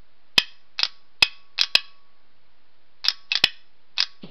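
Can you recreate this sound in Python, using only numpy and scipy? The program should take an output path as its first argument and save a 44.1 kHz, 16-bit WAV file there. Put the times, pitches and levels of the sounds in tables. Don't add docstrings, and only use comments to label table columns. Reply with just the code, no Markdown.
import sys
import numpy as np
from scipy import signal
from scipy.fft import rfft, irfft, next_fast_len
from scipy.io import wavfile

SR = 44100
rng = np.random.default_rng(int(sys.argv[2]) if len(sys.argv) > 2 else 0)


def wrap_up_sound(samples):
    columns = np.atleast_2d(samples).T
    tamed = np.clip(columns, -1, 1)
    steps = np.round(tamed * 32767).astype(np.int16)
    wavfile.write(sys.argv[1], SR, steps)


N = 189894
TIME = np.arange(N) / SR
HIT_TIME = np.arange(SR // 5) / SR

# frequency in Hz, relative density in dB.
HISS_COLOUR = [(20, 2.5), (60, 2.5), (130, 0.5), (300, -0.5), (650, -0.5), (1400, -2), (3000, -5),
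               (4600, -6), (5400, -12.5), (7000, -32.5)]
THUD_COLOUR = [(40, -24), (110, -8.5), (170, -4), (290, -0.5), (420, -0.5), (750, -12.5), (1300, -17.5),
               (2500, -55.5)]
RUB_COLOUR = [(300, -27.5), (1100, -10.5), (1700, -17), (2400, -3), (3200, 1.5), (4500, -3.5), (5200, -17),
              (6500, -25.5)]
# start in seconds, level in dB, length in seconds.
LEAD_SCRATCHES = [(0.358, -52.5, 0.018), (1.202, -54, 0.022), (3.288, -55, 0.03), (3.962, -49, .02)]
# frequency in Hz, t60 (time to fall 60 dB) in seconds.
ROOM_DECAY = [(200, 0.23), (1000, 0.42), (3000, 0.34), (6000, 0.47)]
# frequency in Hz, gain in dB.
FRAME_RADIATION = [(60, -31.5), (250, -17.5), (700, -4.5), (1400, -1)]
ROOM_RESPONSE = [(100, -19.5), (700, -8), (1900, 4), (2600, -1.5), (3300, 0), (4300, -3), (5000, -5),
                 (6000, -5)]
MICROPHONE_RESPONSE = [(5100, -0.5), (5500, -4.5), (6000, -10), (6450, -46), (7000, -95.5)]
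OUTPUT_RESPONSE = [(30, 1.5), (100, 2.5), (220, 1), (5500, 1.5), (7000, -5), (10000, -8), (16000, -9.5)]
# frequency in Hz, t60 in seconds, relative level in dB.
SPRING_MODES = [(1118, 1.25, 4.5), (1314, 0.95, -4.5), (2320, 0.69, 1.5), (2560, 0.55, -3)]
# frequency in Hz, t60 in seconds, then relative level
# in dB when the contacts close, when they part and when the back stop is struck.
FRAME_MODES = [(1590, 0.023, -14.5, -22.5, -6.5), (2499, 0.034, -2.5, -8.5, -5.5),
               (2599.7, 0.048, -1, 1, -12.5), (2873, 0.044, -10.5, -21, -6.5),
               (3050, 0.062, -8, -18.5, -19.5), (3261, 0.081, -5.5, -13, -6), (3372, 0.029, -5, -9, -15),
               (3478, 0.064, -7, -7, -2.5), (4014, 0.021, 1, -9.5, -0.5), (4334, 0.027, -4.5, -7.5, -4),
               (4870, 0.046, -9, -17, -4.5), (5018, 0.039, -5, -15.5, -9.5), (5037, 0.012, -0.5, -11, 9.5),
               (5237, .025, -6, -14, -2.5)]
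# frequency in Hz, relative density in dB.
HOUSING_SLIDE = [(60, -55.5), (400, -36.5), (750, -9.5), (1400, -12.5), (2200, -7.5), (3000, -6.5),
                 (3800, 5.5), (4400, 0), (5200, -5), (6000, -6)]
HOUSING_KNOCK = [(60, -40), (300, -29), (480, -25), (750, -17.5), (1300, -12.5), (1600, -14), (2000, -7.5),
                 (2700, -16), (3500, -3.5), (4300, -2), (5100, -1.5), (6000, -4.5)]
HOUSING_SLAM = [(60, -43), (400, -25), (900, -14.5), (1400, -14), (2100, -7.5), (2600, -14), (3400, -2),
                (4300, -11.5), (5100, -0.5), (6000, -14.5)]
# frequency in Hz,
# relative density in dB.
THUMP_COLOUR = [(30, -11.5), (100, -4.5), (200, -0.5), (450, -1), (800, -2), (1300, -4), (2500, -36.5)]
# start in seconds, tick in dB, slide in dB, frame ring in dB over the
# slide, travel to the back stop in seconds, blow on the stop in dB, first bounce in dB.
LET_GO = [(0.7921, -43, -18.5, -8.5, .0399, -10.5, -21.5), (1.5899, -31, -19, -1, .0222, -8, -17),
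          (3.052, -29.5, -19, -11.5, .0320, -8, -23.5), (3.3173, -46.5, -17, 1.5, .0361, -11.5, -23.5),
          (3.9812, -42.5, -19, -6.5, .0224, -11, -16)]
# start in seconds, level in dB, chatter length in seconds,
# brightness in dB per octave, spring level in dB.
SLAMS = [(0.3791, -5.5, 0.0053, 1, -68.5), (1.224, -5.5, 0.0062, 1, -59), (1.7511, -7, 0.0055, .5, -59.5),
         (3.4383, -7.5, 0.005, -1, -80)]

GRIP_S = 4.233


def amp(db):
    return 10 ** (np.asarray(db) / 20)


def unit(x):
    return x / np.sqrt(np.mean(x ** 2) + 1e-20)


def burst(x):
    return x * np.sqrt(SR / 100 / (np.sum(x ** 2) + 1e-20))


def fade(t, t60):
    return 1000 ** (-t / max(t60, 1e-4))


def along(points, hz):
    frequencies, values = np.transpose(points)
    return np.interp(np.log(hz + 1), np.log(frequencies), values)


def coloured(x, points, tilt_db=0):
    size = 2 * next_fast_len(len(x) // 2 + 4096)
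    hz = np.fft.rfftfreq(size, 1 / SR)
    gain_db = along(points, hz) + tilt_db * np.log2((hz + 200) / 4200)
    cepstrum = irfft(np.log(amp(gain_db)))
    cepstrum[1:size // 2] *= 2
    cepstrum[size // 2 + 1:] = 0
    return irfft(rfft(x, size) * np.exp(rfft(cepstrum)))[:len(x)]


def add(track, start, sound):
    part = track[round(start * SR):][:len(sound)]
    part += sound[:len(part)]


def noise(colour):
    return unit(coloured(rng.standard_normal(N), colour))


def room(x, early_db=-16, late_db=-21, early_t60=0.13):
    t = np.arange(SR) / SR
    hz, slice_s, spectrum = signal.stft(rng.standard_normal(SR), SR, nperseg=256)
    decay = fade(slice_s / along(ROOM_DECAY, hz)[:, None], 1)
    late = signal.istft(spectrum * decay, SR, nperseg=256)[1][:SR]
    early = rng.standard_normal(SR) * fade(t, early_t60)
    arrival = np.clip((t - .004) / 0.012, 0, 1)
    response = sum(amp(db) * part * arrival / np.linalg.norm(part * arrival)
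                   for db, part in [(early_db, early), (late_db, late)])
    return coloured(signal.fftconvolve(x, response)[:N], ROOM_RESPONSE)


def shove(attack_s, t60, hold_db):
    rise = np.minimum(TIME / attack_s, 1) ** 2
    relaxation = fade(np.maximum(TIME - attack_s, 0), t60)
    return rise * np.maximum(relaxation, amp(hold_db))


def handling(thud_db=-42, thud_lead_s=.005, rub_db=-47, rub_lead_s=0.028):
    thud, rub = np.zeros((2, N))
    add(thud, GRIP_S - thud_lead_s, amp(thud_db) * shove(attack_s=0.0096, t60=0.23, hold_db=-11))
    add(rub, GRIP_S - rub_lead_s, amp(rub_db) * shove(attack_s=0.031, t60=0.19, hold_db=-8.5))
    for start, db, length in LEAD_SCRATCHES:
        add(rub, start, amp(db) * np.sqrt(np.linspace(0, 1, int(length * SR))))
    return thud * noise(THUD_COLOUR) + rub * noise(RUB_COLOUR)


def finger_slip(db=-30, start_hz=255, end_hz=135, t60=0.128, sink_t60=0.108):
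    track = np.zeros(N)
    hz = end_hz + (start_hz - end_hz) * fade(HIT_TIME, sink_t60)
    swell = fade(HIT_TIME, t60) * (1 - fade(HIT_TIME, 0.023))
    add(track, GRIP_S, amp(db) * swell * np.sin(2 * np.pi * np.cumsum(hz) / SR))
    return track


def spring(released_db=-48, slack_t60=1.5):
    track = np.zeros(N)
    squeezed = [(start, amp(db)) for start, *_, db in SLAMS]
    slack = [(start + travel, amp(blow_db + released_db) * fade(TIME, slack_t60))
             for start, *_, travel, blow_db, _ in LET_GO]
    for start, gain in squeezed + slack:
        ring = sum(amp(db) * fade(TIME, t60) * np.sin(2 * np.pi * (hz * TIME + rng.random()))
                   for hz, t60, db in SPRING_MODES)
        add(track, start, gain * ring)
    return track


def rattle(envelope):
    return burst(rng.standard_normal(len(envelope)) * envelope)


def frame(blow, tilt_db=0, scatter_db=2):
    ring = 0
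    for hz, t60, close_db, part_db, stop_db in FRAME_MODES:
        db = dict(close=close_db, part=part_db, stop=stop_db)[blow] + scatter_db * rng.standard_normal()
        hz = hz * (1 + .005 * rng.standard_normal())
        ring = ring + amp(db) * fade(HIT_TIME, t60) * np.sin(2 * np.pi * (hz * HIT_TIME + rng.random()))
    return burst(coloured(ring, FRAME_RADIATION, tilt_db))


def slides(snap_db=-4, slide_t60=0.085, catch_s=.0102, catch_db=-26, catch_t60=0.018, catch_ring_db=-7):
    track = np.zeros(N)
    for start, _, slide_db, slide_ring_db, *_ in LET_GO:
        slide = (start, slide_db, slide_t60, slide_ring_db)
        catch = (start + catch_s, catch_db, catch_t60, catch_ring_db)
        for onset, db, t60, ring_db in [slide, catch]:
            force = rattle(fade(HIT_TIME, t60)) + amp(snap_db) * rattle(fade(HIT_TIME, 0.0036))
            housing = burst(coloured(force, HOUSING_SLIDE))
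            add(track, onset, amp(db) * burst(housing + amp(ring_db) * frame("part")))
    return track


def release_hits(tick_lead_s=.0095, flight_s=.0216, flight_at_db=-19, rebound_share=0.43, loss_db=14.5):
    hits = []
    for start, tick_db, _, _, travel, blow_db, bounce_db in LET_GO:
        flight = flight_s * amp(bounce_db - flight_at_db) ** .12
        stop = start + travel
        hits += [(start - tick_lead_s, tick_db),
                 (stop, blow_db),
                 (stop + flight, bounce_db),
                 (stop + flight * (1 + rebound_share), bounce_db - loss_db)]
    return hits


def knocks(rattle_db=1, ring_db=-5, rattle_t60=0.036, ring_t60=0.12, bright_slope=.15, neutral_db=-13):
    track = np.zeros(N)
    contact = burst(signal.unit_impulse(len(HIT_TIME)))
    for start, db in release_hits():
        force = contact + amp(rattle_db) * rattle(fade(HIT_TIME, rattle_t60))
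        tilt_db = bright_slope * (db - neutral_db)
        housing = burst(coloured(force, HOUSING_KNOCK, tilt_db))
        ring = frame("stop") * fade(HIT_TIME, ring_t60)
        add(track, start, amp(db) * burst(housing + amp(ring_db) * ring))
    return track


def pull_in(ring_db=1, housing_t60=0.018, housing_db=-1, thump_db=-20, thump_t60=0.0085,
            clamped_t60=0.024, build_t60=0.019):
    track = np.zeros(N)
    for start, db, chatter_s, tilt_db, _ in SLAMS:
        seated_s = np.maximum(HIT_TIME - chatter_s, 0)
        housing = burst(coloured(rattle(fade(seated_s, housing_t60)), HOUSING_SLAM, tilt_db))
        clamping = fade(seated_s, clamped_t60)
        ring = burst(frame("close", tilt_db) * clamping * (1 - fade(HIT_TIME, build_t60)))
        clack = burst(amp(housing_db) * housing + amp(ring_db) * ring)
        thump = burst(coloured(rattle(fade(HIT_TIME, thump_t60)), THUMP_COLOUR))
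        add(track, start, amp(db) * (clack + amp(thump_db) * thump))
    return track


def scene(hiss_db=-66):
    contactor = pull_in() + slides() + knocks() + spring()
    sound = contactor + room(contactor) + handling() + finger_slip()
    return (sound + amp(hiss_db) * noise(HISS_COLOUR))[None]


def record(dry, ceiling=0.58, hardness=9, offset=.011, top_hz=16700):
    narrow = coloured(dry[0], MICROPHONE_RESPONSE)
    clipped = narrow / (1 + np.abs(narrow / ceiling) ** hardness) ** (1 / hardness)
    output = coloured(clipped, OUTPUT_RESPONSE) + offset
    low_pass = np.clip((top_hz - np.fft.rfftfreq(N, 1 / SR)) / 900, 0, 1) ** 2
    return irfft(rfft(output) * low_pass, N)[None]


dry = scene()
out = record(dry)
wrap_up_sound(out)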